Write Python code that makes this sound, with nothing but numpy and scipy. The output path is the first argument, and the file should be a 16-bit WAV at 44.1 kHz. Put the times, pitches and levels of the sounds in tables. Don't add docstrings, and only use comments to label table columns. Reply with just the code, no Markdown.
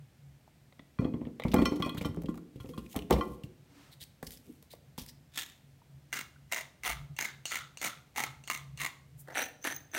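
import sys
import numpy as np
from scipy import signal
from scipy.fft import rfft, irfft, next_fast_len
from scipy.io import wavfile
from scipy.ndimage import map_coordinates

SR = 44100
rng = np.random.default_rng(int(sys.argv[2]) if len(sys.argv) > 2 else 0)


def dump(signal):
    limited = np.clip(np.atleast_2d(signal).T, -1, 1)
    pcm = np.round(limited * 32767).astype(np.int16)
    wavfile.write(sys.argv[1], SR, pcm)


N = 440118
TIME = np.arange(N) / SR

# frequency in Hz, relative level in dB.
SLAP_COLOUR = [(300, -12.5), (480, 7.5), (660, -0.5), (850, -5.5), (1150, -3.5), (1600, -19.5), (2100, -10),
               (3200, -31.5), (6000, -32), (16000, -38)]
# frequency in Hz, relative level in dB.
WET_COLOUR = [(600, -1), (1500, -7.5), (2200, -1), (3300, 1), (4500, -7), (7000, -12.5), (11000, -6.5),
              (16000, -11.5)]
STRIKE_SPOTS = ("floor", "corner", "wall")
# start in seconds, hold in seconds, relative level in dB, relative level of
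# the settling grains in dB, air resonance in Hz, resonance of the hollow hand in Hz, its relative gain in dB.
SALT_TWISTS = [(6.125, 0.072, -38, -59.5, 1360, 1610, 5), (6.514, 0.071, -36.5, -57, 950, 653, 6.5),
               (6.843, 0.066, -33.5, -52.5, 1270, 920, 5.5), (7.183, 0.072, -35.5, -50.5, 1680, 900, 5),
               (7.505, 0.067, -37, -49, 1340, 686, 1.5), (7.813, 0.056, -34.5, -49.5, 1350, 680, 4.5),
               (8.162, 0.066, -35, -50.5, 1310, 850, 10.5), (8.496, 0.059, -39.5, -57, 1210, 1040, 10.5),
               (8.785, 0.071, -37, -56.5, 1060, 1190, 6)]
# start in seconds, hold in seconds, relative level in dB,
# relative level of the shaft squeal in dB.
PEPPER_TWISTS = [(9.348, 0.067, -31, -39.5), (9.64, 0.065, -36, -40), (9.933, 0.047, -35, -39.5)]
# time in seconds, relative peak in dB.
HEAD_CATCHES = [(7.165, -31), (7.455, -14.5), (7.7725, -25.5), (8.4387, -35), (8.4755, -21.5),
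                (8.775, -29.5), (9.642, -23)]
COARSE_GRAINS = dict(rate=220, spread_db=4.5, clump_db=8)


def amp(db):
    return 10 ** (np.asarray(db) / 20)


def unit(x, size=None):
    return x / np.sqrt(np.mean(x[:size] ** 2) + 1e-20)


def along(points, hz):
    f, v = np.transpose(points)
    return np.interp(np.log(hz + 1), np.log(f + 1), v)


def fade(t, t60):
    return np.exp(-np.log(1000) * np.maximum(t, 0) / t60)


def swell(t, rise, hold, t60):
    return np.clip(t / rise, 0, 1) * fade(t - hold, t60)


def wobble(rate):
    return map_coordinates(rng.standard_normal(200), [TIME * rate], mode="wrap")


def add(track, s, x):
    part = track[round(s * SR):][:len(x)]
    part += x[:len(part)]


def body(spectrum, peaks=()):
    size = 2048
    hz = np.fft.rfftfreq(size, 1 / SR)
    db = along(spectrum, hz)
    for f, width, gain in peaks:
        db = db + gain / (1 + (2 * (hz - f) / width) ** 2)
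    cepstrum = irfft(np.log(amp(db)))
    cepstrum[1:size // 2] *= 2
    cepstrum[size // 2 + 1:] = 0
    response = irfft(np.exp(rfft(cepstrum)))[:size // 2]
    return response / np.linalg.norm(response)


def through(x, response):
    return signal.fftconvolve(x, response)[:len(x)]


def noise(gain):
    m = next_fast_len(N)
    spectrum = rfft(rng.standard_normal(m)) * gain(np.fft.rfftfreq(m, 1 / SR))
    return unit(irfft(spectrum, m)[:N])


def band(centre_hz, octaves):
    return noise(lambda hz: np.exp(-.5 * (np.log2((hz + 1) / centre_hz) / octaves) ** 2))


def grains(size, rate, spread_db):
    strength = amp(spread_db * np.minimum(rng.standard_normal(size), 2))
    return (rng.random(size) < rate / SR) * rng.choice([-1, 1], size) * strength


def ring(modes, t, scatter_db):
    hz, db, t60 = np.transpose(modes)[:, :, None]
    strength = amp(db + scatter_db * rng.standard_normal(db.shape)) * rng.choice([-1, 1], db.shape)
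    return (strength * np.sin(2 * np.pi * hz * t) * fade(t, t60)).sum(0)


def snaps(events, response, t60, gain_db, break_db=0):
    out, t = np.zeros(N), np.arange(SR // 10) / SR
    for s, db in events:
        splinters = grains(len(t), rate=9000, spread_db=4.0) * fade(t, t60)
        snap = through(splinters * (1 + amp(break_db) * fade(t, 0.0022)), response)
        add(out, s, amp(db + gain_db) * snap / np.abs(snap).max())
    return out


def pips(events, width, t60, gain_db, skirt_db=-26):
    out = np.zeros(N)
    for s, db, hz in events:
        skirt = [(hz / 4, skirt_db), (hz, skirt_db / 2), (hz * 4, skirt_db)]
        out += snaps([(s, db)], body(skirt, [(hz, hz * width, 14)]), t60, gain_db)
    return out


def food(slide_db=-4, sag_s=0.023):
    # time in seconds, thump in Hz, then relative levels in dB
    piece_landings = [(0.792, 223, -55, -80, -83), (0.99, 152, -27, -64, -81),
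                      (1.015, 188, -33.5, -44.5, -80), (1.049, 240, -28.5, -43.5, -60),
                      (1.138, 212, -33.5, -48, -80), (1.213, 275, -39.5, -52, -83),
                      (1.268, 254, -39, -56, -62), (1.449, 167, -27, -37.5, -60),
                      (1.481, 158, -66, -70, -47.5), (1.516, 193, -59.5, -60, -41),
                      (1.539, 235, -22.5, -26, -40), (1.566, 211, -26.5, -55, -64),
                      (1.588, 203, -27, -34, -65), (1.619, 274, -24, -40, -46),
                      (1.652, 242, -37, -42.5, -37.5), (1.718, 312, -29, -40, -55),
                      (1.757, 250, -63, -52, -48), (1.798, 190, -34, -42, -54),
                      (1.86, 268, -36.5, -39, -50), (1.945, 213, -41, -48.5, -53),
                      (1.975, 137, -41.5, -57, -39.5), (2.01, 176, -37.5, -44.5, -44),
                      (2.052, 233, -33.5, -40, -43), (2.09, 114, -36.5, -64, -64),
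                      (2.169, 290, -36.5, -55.5, -104), (2.24, 242, -38, -61, -93),
                      (2.287, 257, -32.5, -56, -56.5), (2.556, 158, -45, -86, -61),
                      (2.601, 108, -43.5, -64, -53.5), (2.642, 260, -44.5, -56, -78),
                      (2.689, 269, -43, -60, -53.5), (2.777, 194, -38.5, -65, -48),
                      (2.953, 240, -38.5, -42, -61), (2.96, 230, -32.5, -45, -42),
                      (3.099, 202, -41, -38, -53), (3.106, 260, -24, -24.5, -44),
                      (3.124, 137, -31.5, -39, -33.5), (3.158, 171, -36, -35, -67),
                      (3.183, 198, -38, -42.5, -51), (3.436, 125, -42, -71, -57)]
    # time in seconds, thump in Hz,
    # then relative levels in dB of the thump, the tap and the squelch.
    spoon_pushes = [(4.013, 91, -45, -64, -73), (4.227, 214, -34, -39, -59), (4.269, 68.4, -38.5, -74, -60),
                    (4.626, 120, -57, -59, -73), (4.735, 380, -48, -46, -70),
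                    (4.979, 194, -33.5, -42.5, -46), (5.01, 65, -36, -60, -53.5)]
    # time in seconds, relative level in dB.
    sagging_loads = [(1.546, -42.5), (3.116, -21.5)]
    # frequency in Hz, relative level in dB, t60 in seconds.
    sag_modes = [(63.2, 1.5, 0.34), (139, 0, 0.19), (487, -7, 0.25), (637, -11, 0.061), (850, 7, 0.055)]
    # start in seconds, hold in seconds, relative level in dB.
    pile_slides = [(1.443, 0.42, -63), (2.595, 0.4, -65.5), (2.886, 0.04, -54), (3.121, 0.22, -60),
                   (4.297, 0.048, -51), (4.424, 0.14, -65), (4.98, 0.088, -65)]
    landing = contacts(piece_landings, thump_db=1, slap_db=-2.5, wet_db=-6.0,
                       slap_t60=0.13, squash=0.0018, wet_hz=4050)
    stirring = contacts(spoon_pushes, thump_db=-11.0, slap_db=-7.0, wet_db=1.0,
                        slap_t60=0.014, squash=0.022, wet_hz=4770)
    thumps, slaps = landing + stirring
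    t = np.arange(SR // 2) / SR
    for s, db in sagging_loads:
        add(thumps, s, amp(db) * np.minimum(t / sag_s, 1) * ring(sag_modes, t, scatter_db=-1.0))
    for s, length, db in pile_slides:
        shifting = unit(wet_grains(len(t), rate=1800, pitch_hz=4080, treble_db=16.5))
        add(slaps, s, amp(db + slide_db) * swell(t, 0.026, length, t60=0.2) * shifting)
    return thumps, slaps


def contacts(rows, thump_db, slap_db, wet_db, slap_t60, squash, wet_hz, cycles=0.38, table_db=-3.5,
             wet_t60=0.055, glass_db=-13, lag=0.00323):
    # frequency in Hz before detuning,
    # relative level in dB, t60 in seconds.
    table_modes = [(58.5, -19, 0.35), (166.5, -13.5, 0.23), (243, -9, 0.16), (291.3, -8.5, 0.17),
                   (360.7, -12.5, 0.083), (437, -17, 0.13), (512.7, -14.5, 0.15)]
    # frequency in Hz, width in Hz, relative gain in dB.
    slap_resonances = [(679, 26, 4), (860, 240, 6), (1160, 100, -1)]
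    # time in seconds, treble in dB.
    moisture = [(.7, -27), (1.3, -18), (1.55, -1.5), (2.1, 5.5), (2.6, 6.5), (3.3, 3), (4.0, 19),
                (5.3, 4.5)]
    detune_octaves = .04
    thumps, slaps, t = np.zeros(N), np.zeros(N), np.arange(SR // 3) / SR
    brief = t[:SR // 9]
    contact = 1 - np.exp(-brief / squash)
    for s, hz, low_db, mid_db, high_db in rows:
        u = t * hz / cycles
        push = u * np.exp(1 - u) * np.sin(2 * np.pi * hz * t)
        reached = []
        for f, db, t60 in table_modes:
            mode_hz = f * 2 ** (detune_octaves * rng.standard_normal())
            reached.append((mode_hz, db - 10 * np.log10(1 + (f / hz / 2) ** 4), t60))
        thump = unit(push + amp(table_db) * ring(reached, t, scatter_db=4.0), size=882)
        add(thumps, s + lag, amp(low_db + thump_db) * thump)

        treble_db = np.interp(s, *np.transpose(moisture))
        dull_db = min(treble_db, 0)
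        colour = [(f, db + dull_db * np.clip(np.log2(f / 1500) / 4, 0, 1)) for f, db in SLAP_COLOUR]
        slap = body(colour, slap_resonances)
        smack = rng.standard_normal(len(brief)) * contact * fade(brief, slap_t60)
        smack = unit(through(smack, slap), size=882)
        struck = ring(dish_modes(rng.choice(STRIKE_SPOTS), 0), brief, scatter_db=5)
        chime = unit(through(struck, slap), size=882)
        crackle = wet_grains(len(brief), rate=4000, pitch_hz=wet_hz, treble_db=treble_db)
        crackle = unit(crackle * contact * fade(brief, wet_t60 * amp(treble_db / 2)), size=882)
        add(slaps, s, amp(mid_db + slap_db) * (smack + amp(glass_db) * chime) + amp(high_db + wet_db) * crackle)
    return np.array([thumps, slaps])


def wet_grains(size, rate, pitch_hz, treble_db, clump_db=7):
    colour = [(hz, db + treble_db * np.clip(np.log2(hz / 3500), 0, 1)) for hz, db in WET_COLOUR]
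    out = np.zeros(size)
    for hz in pitch_hz * 2 ** (.5 * rng.standard_normal(5)):
        knots = rng.uniform(0.0082, 1.0, 1000)
        clusters = amp(clump_db * map_coordinates(knots, [np.arange(size) * 90 / SR], mode="wrap"))
        bursts = grains(size, rate / 5, spread_db=5.0) * clusters
        out += through(bursts, body(colour, [(hz, hz / 3, 12)]))
    return out


def squelches(gain_db=0, resonance_db=13):
    # time of the loudest in seconds, time from there to 1/e in seconds,
    # relative level in dB, resonance in Hz.
    peelings = [(2.928, .02, -59, 2870), (3.93, 0.016, -56.5, 4100), (4.018, 0.012, -47.5, 3730),
                (4.03, 0.0056, -45.5, 4400), (4.272, 0.0057, -42.5, 5130), (4.375, 0.0035, -53, 5400),
                (4.715, 0.0086, -53, 3960), (4.732, 0.0084, -51.5, 4400), (5.093, 0.014, -50.5, 5240)]
    # time in seconds, relative peak in dB.
    film_breaks = [(2.7775, -55), (2.929, -34.5), (2.9625, -24.5), (4.038, -32), (4.2283, -33),
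                   (4.307, -32.5), (4.319, -34), (4.325, -41), (4.354, -43), (4.626, -42), (4.753, -47),
                   (4.979, -31), (5.063, -34)]
    # frequency in Hz, relative level in dB.
    film_colour = [(300, -3), (1200, -22), (1900, 2.5), (2500, -3), (3300, 1.5), (5500, -2.5), (7000, -2.5),
                   (8500, 2), (16000, 0.5)]
    out, t = np.zeros(N), TIME[:SR // 10] - 1 / 20
    for s, length, db, hz in peelings:
        film = body(film_colour, [(hz, hz / 3, resonance_db)])
        fizz = unit(through(grains(len(t), rate=1800, spread_db=2), film))
        add(out, s + t[0], amp(db + gain_db) * fizz * np.exp(-(t / length) ** 2))
    return out + snaps(film_breaks, body(film_colour), t60=0.017, gain_db=2)


def knocks(low_db=10, high_db=27):
    # time in seconds, relative peak in dB, upper resonance in Hz.
    piece_knocks = [(0.724, -49, 3680), (0.794, -39.5, 3600), (1.047, -40, 3200), (1.138, -46, 3160),
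                    (1.212, -49, 3200), (1.252, -42.5, 3240), (1.398, -25, 3600), (1.42, -32, 3600),
                    (1.536, -23, 3800), (1.619, -24, 3350), (2.011, -32.5, 2400)]
    out = np.zeros(N)
    for s, db, hz in piece_knocks:
        piece = body(SLAP_COLOUR, [(hz * 0.553, hz * 0.036, low_db), (hz, hz * 0.43, high_db)])
        out += snaps([(s, db)], piece, t60=0.035, gain_db=-1.5)
    return out


def tumble(count=14, start=1.4, length=1.0, first_db=-27, last_db=-39, pitch_hz=1100, octaves=0.77):
    when, softness, pitch = rng.random((count, 3)).T
    peak_db = first_db + (last_db - first_db) * when - 8 * softness
    events = zip(start + length * when, peak_db, pitch_hz * 2 ** (octaves * (4 * pitch - 2)))
    return pips(events, width=0.4, t60=0.029, gain_db=-1.5)


def resonant_pops():
    # time in seconds, relative peak in dB, pitch in Hz.
    short_pops = [(1.541, -16.5, 860), (2.66, -50, 2730), (2.863, -45, 2470), (2.944, -38.5, 766),
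                  (2.99, -33.5, 2880), (3.022, -38.5, 2700), (3.108, -14.5, 877), (3.436, -41.5, 2770)]
    return pips(short_pops, width=0.26, t60=0.019, gain_db=0.5)


def glass(crack_db=-3, scatter_db=2, wash_db=-18, wash_t60=0.14):
    # time in seconds, relative level in dB, tilt in dB per octave, spot struck.
    hard_contacts = [(0.988, -45.5, -8.5, "floor"), (1.046, -49.5, -7.5, "corner"),
                     (1.137, -57, -10.5, "corner"), (1.563, -37, -10, "wall"), (1.584, -37.5, -8, "floor"),
                     (1.656, -30, -4, "wall"), (1.824, -34, -4.5, "corner"), (1.848, -44, -5, "floor"),
                     (1.894, -41.5, -3.5, "corner"), (2.048, -41, -8, "wall"),
                     (2.286, -49.5, -12, "corner"), (2.601, -56.5, -5, "corner"),
                     (2.736, -54.5, -10, "corner"), (2.777, -48.5, -10, "corner"),
                     (2.961, -50.5, -2, "wall"), (3.123, -40, -6.5, "wall"), (3.21, -33, -14.5, "wall")]
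    out, t = np.zeros(N), np.arange(SR // 5) / SR
    for s, db, tilt, spot in hard_contacts:
        chime = ring(dish_modes(spot, tilt), t, scatter_db)
        envelope = fade(t, 0.013) + amp(wash_db) * fade(t, wash_t60)
        crack = through(rng.standard_normal(len(t)) * envelope, body(WET_COLOUR))
        crack_gain = amp(crack_db + 2.9 * tilt)
        add(out, s, amp(db) * (unit(chime, size=882) + crack_gain * unit(crack, size=882)))
    return out


def dish_modes(spot, tilt_db):
    # frequency in Hz, t60 in seconds, then relative levels in dB struck on the floor,
    # in a corner and on the wall.
    glass_modes = [(1060, 0.13, -3, 1.5, -3), (1157, 0.068, 3.5, 3.5, 1), (1392, 0.14, -8, -4, -3.5),
                   (1986, 0.14, -2, -6.5, -1.5), (2398, 0.12, 3, -14, 0), (2500, 0.32, -14, -9, -19),
                   (3120, 0.066, -8, 3, 13), (3310, 0.053, 1, 12, -12.5), (4187, 0.047, -7, 8, 8),
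                   (4350, 0.19, -2, -11, -6), (5430, 0.087, -15, -8, 6), (5580, 0.18, -6.5, -22, -5),
                   (6230, 0.093, -17, -19, 1), (7940, .12, -24, -15, -11), (8960, 0.11, -4, -16, -11)]
    column, lowest_hz = STRIKE_SPOTS.index(spot), glass_modes[0][0]
    return [(hz, levels[column] + tilt_db * np.log2(hz / lowest_hz), t60) for hz, t60, *levels in glass_modes]


def crunch(strokes, spectrum, peaks, rate, spread_db, clump_db, gain_db, lead_db=-23, lead=0.02):
    out, t = np.zeros(N), np.arange(SR // 3) / SR - lead

    def unevenness():
        return map_coordinates(rng.uniform(-1, 1, 200), [(t + lead) * 200], mode="wrap")

    for s, length, db, rise, t60 in strokes:
        force = swell(t, rise, length, t60) * amp(clump_db / 2 * unevenness())
        force = force + amp(lead_db) * np.exp(-(t / lead) ** 2)
        shower = np.zeros(len(t))
        for hz in 2600 * 2 ** (0.9 * rng.standard_normal(size=8)):
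            crumble = rng.standard_normal(size=200) * fade(TIME[:200], t60=.006)
            fragment = unit(through(body(spectrum, peaks + [(hz, hz / 6, 6)]), crumble))
            breaks = grains(len(t), rate, spread_db) * amp(clump_db * unevenness()) * force
            shower += through(breaks, fragment)
        add(out, s - lead, amp(db + gain_db) * unit(shower, size=round((length + lead) * SR)))
    return out


def seasoning_jar():
    # start, hold in seconds, relative level in dB, rise and fade t60 in seconds.
    dashes = [(5.335, 0.054, -42, 0.058, 0.059), (5.374, 0.011, -33, 0.0014, 0.32)]
    # time in seconds, relative peak in dB.
    rattles = [(5.357, -36), (5.375, -23), (5.394, -25), (5.412, -27.5)]
    # frequency in Hz, relative level in dB.
    jar_colour = [(100, -17), (300, -7), (480, -16.5), (900, -10), (2000, -8.5), (3500, -4), (5000, -8.5),
                  (7000, -6.5), (10000, -10), (16000, -13.5)]
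    # frequency in Hz, width in Hz, relative gain in dB.
    jar_resonances = [(1840, 300, 7.9), (2610, 430, 3), (3600, 370, 8.9)]
    out = crunch(dashes, jar_colour, jar_resonances, gain_db=-8.0, **COARSE_GRAINS)
    return out + snaps(rattles, body(jar_colour, jar_resonances), t60=0.041, gain_db=3)


def salt_mill(air_width_hz=170, air_db=7, hollow_width_hz=220):
    # time in seconds, relative peak in dB.
    salt_cracks = [(6.128, -23.5), (6.189, -26), (6.523, -18.5), (6.532, -25), (6.545, -21), (6.561, -29),
                   (6.609, -29.5), (6.835, -26), (6.843, -26), (6.872, -23.5), (6.921, -27), (7.189, -17.5),
                   (7.248, -28), (7.536, -27.5), (7.556, -21.5), (7.822, -36), (7.832, -27), (8.1605, -26),
                   (8.178, -28), (8.2035, -21), (8.2374, -17), (8.481, -31), (8.5, -17.5), (8.512, -22),
                   (8.816, -22), (8.847, -22), (8.862, -23)]
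    # frequency in Hz, relative level in dB.
    mill_colour = [(100, -25), (230, 1), (480, -5), (680, -1.5), (1100, -0.5), (1650, 1), (3200, -1),
                   (4000, -0.5), (4900, -6.5), (5700, -2.5), (7200, -1), (7600, -6), (9300, -2.5),
                   (11500, -7.5), (16000, -6)]
    # frequency in Hz, width in Hz, relative gain in dB.
    mill_resonances = [(2108, 480, 15.55), (2770, 110, 8), (6360, 760, 4.6)]
    out = settling()
    starts = np.array([row[0] for row in SALT_TWISTS])
    for s, length, db, _, hz, hollow_hz, hollow_db in SALT_TWISTS:
        peaks = mill_resonances + [(hz, air_width_hz, air_db), (hollow_hz, hollow_width_hz, hollow_db)]
        cracks = [crack for crack in salt_cracks if starts[np.abs(starts - crack[0]).argmin()] == s]
        stroke = (s, length, db, 0.0042, 0.14)
        out += crunch([stroke], mill_colour, peaks, gain_db=-2.0, **COARSE_GRAINS)
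        out += snaps(cracks, body(mill_colour, peaks), t60=0.022, gain_db=1.5)
    return out


def settling(gain_db=1.5, t60=0.29, air_db=14, upper_db=9):
    out, t = np.zeros(N), np.arange(SR // 3) / SR
    colour = [(300, -25), (1200, 0.5), (4000, -4.5), (8000, -14), (16000, -37)]
    for s, length, _, db, hz, *_ in SALT_TWISTS:
        hollow = body(colour, [(hz, hz / 4, air_db), (3600, 900, upper_db)])
        patter = through(grains(len(t), rate=1500, spread_db=4), hollow)
        add(out, s + length, amp(db + gain_db) * unit(patter) * swell(t, 0.017, 0.042, t60))
    return out


def pepper_mill():
    # time in seconds, relative peak in dB.
    pepper_cracks = [(9.363, -25), (9.389, -15), (9.394, -15.5), (9.65, -14.5), (9.671, -16.5),
                     (9.949, -17)]
    # frequency in Hz, relative level in dB.
    mill_colour = [(120, -23), (280, 1.5), (420, -5.5), (750, 1.5), (1130, -6), (1500, 2.5), (2500, -3.5),
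                   (3800, -9.5), (5000, -18.5), (7000, -17.5), (10000, -10.5), (16000, -21)]
    # frequency in Hz, width in Hz, relative gain in dB.
    mill_resonances = [(1790, 130, 7.9), (2230, 440, 5.1), (5800, 100, 19.7)]
    # start, hold in seconds, relative level in dB, rise and fade t60 in seconds.
    corn_rolls = [(9.274, 0.026, -47.5, 0.0028, 0.35), (9.47, 0.0376, -59, 0.017, 0.11)]
    # frequency in Hz, relative level in dB.
    roll_colour = [(120, -22), (300, 6), (650, 6), (1100, -5), (1900, -1), (2600, -19), (4200, -16),
                   (6000, -25), (16000, -27)]
    strokes = [(s, length, db, 0.0064, 0.19) for s, length, db, _ in PEPPER_TWISTS]  # rise, fade t60 in s
    out = crunch(strokes, mill_colour, mill_resonances, gain_db=-5.0, **COARSE_GRAINS)
    out += snaps(pepper_cracks, body(mill_colour, mill_resonances), t60=0.043, gain_db=-6.0)
    return out + crunch(corn_rolls, roll_colour, [], gain_db=-4.5, **COARSE_GRAINS)


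def pepper_shaft(gain_db=-9.0, soft_db=-10, count=5, wander_hz=130):
    # frequency in Hz before wandering, relative level in dB,
    # t60 in seconds.
    shaft_modes = [(6200, 2, 0.03), (14900, 1.5, 0.023)]
    # time in seconds, relative peak in dB.
    hard_slips = [(9.421, -31), (9.45, -42), (9.462, -52), (9.483, -45), (9.743, -41), (9.763, -28.5)]
    lead_s, rise_s, hold_s, fade_s = 0.031, 0.049, 0.14, 0.12
    out, t = np.zeros(N), TIME[:SR // 3]

    def squeak(shift_hz, upper_db):
        low, high = (ring([(hz + shift_hz, db, t60)], t[:SR // 15], scatter_db=0) for hz, db, t60 in shaft_modes)
        return low + amp(upper_db) * high

    for s, _, _, db in PEPPER_TWISTS:
        slipping = np.zeros(len(t))
        for shift in wander_hz * np.linspace(-1, 1, count):
            slipping += through(grains(len(t), rate=30, spread_db=5.0), squeak(shift, soft_db))
        add(out, s - lead_s, amp(db + gain_db) * unit(slipping) * swell(t, rise_s, hold_s, fade_s))
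    for slip in hard_slips:
        out += snaps([slip], squeak(wander_hz * rng.uniform(-0.9, 1), 0), t60=0.012, gain_db=0.5)
    return out


def head_catch():
    # frequency in Hz, relative level in dB.
    catch_colour = [(200, -19), (700, -11), (1800, -15.5), (3000, -14.5), (5300, -24), (8500, -8),
                    (11000, -26), (16000, -17.5)]
    # frequency in Hz, width in Hz, relative gain in dB.
    catch_resonances = [(2790, 410, 20), (4200, 620, 9), (6190, 720, 19.7)]
    return snaps(HEAD_CATCHES, body(catch_colour, catch_resonances), t60=0.028, gain_db=-5.5)


def head_scrape(below_db=-29, t60=0.29):
    out, t = np.zeros(N), TIME[:SR // 4]
    bites = np.array([row[0] for row in SALT_TWISTS + PEPPER_TWISTS])
    head = body([(300, -19), (2000, 1), (8000, -2), (16000, -13)], [(4400, 460, 13), (6740, 1100, 14)])
    for s, db in HEAD_CATCHES:
        grit = unit(through(grains(len(t), rate=2500, spread_db=4), head))
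        hold = np.abs(bites - s).min()
        add(out, s, amp(db + below_db) * grit * swell(t, 0.0093, hold, t60))
    return out


def mills():
    return seasoning_jar() + salt_mill() + pepper_mill() + head_catch() + head_scrape() + pepper_shaft()


def handling():
    # time of the loudest in seconds, time from there to 1/e in seconds, level in dB,
    # centre in Hz, width in octaves.
    swishes = [(3.823, 0.12, -62.5, 850, 2), (3.77, 0.054, -59.5, 280, 0.076),
               (4.497, 0.026, -50.5, 267, .45), (6.95, 0.082, -44.5, 57, 0.15),
               (9.204, 0.018, -52.5, 12400, 0.7)]
    out = np.zeros(N)
    for s, length, db, hz, octaves in swishes:
        out += amp(db) * np.exp(-((TIME - s) / length) ** 2) * band(hz, octaves)
    return out


def ticks():
    # time in seconds, relative peak in dB, pitch in Hz.
    small_ticks = [(.477, -47.5, 800), (1.398, -33, 610), (4.2283, -37, 1720), (5.817, -50.5, 920),
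                   (6.36, -49, 1450), (7.974, -44, 2240)]
    return pips(small_ticks, width=0.54, t60=0.024, gain_db=-3.5, skirt_db=-50)


def air(air_db=-64.0, hum_db=-1, hum_hz=138.3, waver_db=5.5):
    # frequency in Hz, relative level in dB.
    air_colour = [(20, -37), (40, -8), (70, -2), (110, -1.5), (170, -4), (260, -8.5), (400, -16.5),
                  (700, -17.5), (1100, -24.5), (2100, -22.5), (3500, -26.5), (7000, -30.5), (11000, -31.5),
                  (16000, -35)]
    # time in seconds, relative level in dB.
    hum_course = [(0, -62), (.8, -60), (4.5, -72), (4.93, -57), (5.15, -66), (5.7, -60), (6, -64),
                  (6.4, -59), (6.8, -63), (7.1, -55), (7.35, -62), (7.83, -56), (8.05, -68), (8.3, -58),
                  (9.2, -57), (9.32, -68)]
    hum = np.sin(2 * np.pi * hum_hz * TIME)
    hum = hum + 0.71 * band(hum_hz, octaves=0.17) + amp(-11.0) * band(72, octaves=0.19)
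    level_db = np.interp(TIME, *np.transpose(hum_course)) + hum_db + waver_db * wobble(rate=8.4)
    return amp(air_db) * noise(lambda hz: amp(along(air_colour, hz))) + amp(level_db) * hum


def room(x, build=0.00052):
    # frequency in Hz, reverberation t60 in seconds.
    room_decay = [(60, 0.43), (160, 0.63), (400, 0.81), (900, 0.51), (2000, 0.4), (4000, 0.45),
                  (8000, 0.37), (16000, 0.33)]
    out, step = np.zeros(N), SR // 3
    for start in range(0, N, step):
        hz, t, z = signal.stft(rng.standard_normal(SR * 2 // 3), SR, nperseg=256)
        decay = fade(t, along(room_decay, hz)[:, None]) * (1 - np.exp(-t / build))
        tail = signal.istft(z * decay, SR)[1]
        add(out, start / SR, signal.fftconvolve(x[start:start + step], tail / np.linalg.norm(tail)))
    return out


def scene():
    thumps, slaps = food()
    slaps = slaps + squelches() + knocks() + tumble() + resonant_pops()
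    clinks = glass()
    milling = mills() + handling() + ticks()
    walls = room(amp(-7.0) * thumps + amp(-12.5) * slaps + amp(-11.5) * clinks + amp(-12.5) * milling)
    return (thumps + slaps + clinks + milling + walls + air())[None]


def record(dry, low_hz=40, notch_hz=10400, notch_width_hz=600, notch_db=-7, top_hz=15950):
    dry = signal.sosfilt(signal.butter(2, low_hz, "high", fs=SR, output="sos"), dry)
    m = next_fast_len(N + SR // 2)
    hz = np.fft.rfftfreq(m, 1 / SR)
    notch = amp(notch_db / (1 + (2 * (hz - notch_hz) / notch_width_hz) ** 2))
    band_limit = np.clip((top_hz - hz) / 300 + .5, 0, 1)
    return irfft(rfft(dry, m) * notch * band_limit, m)[..., :N]


dry = scene()
out = record(dry)
dump(out)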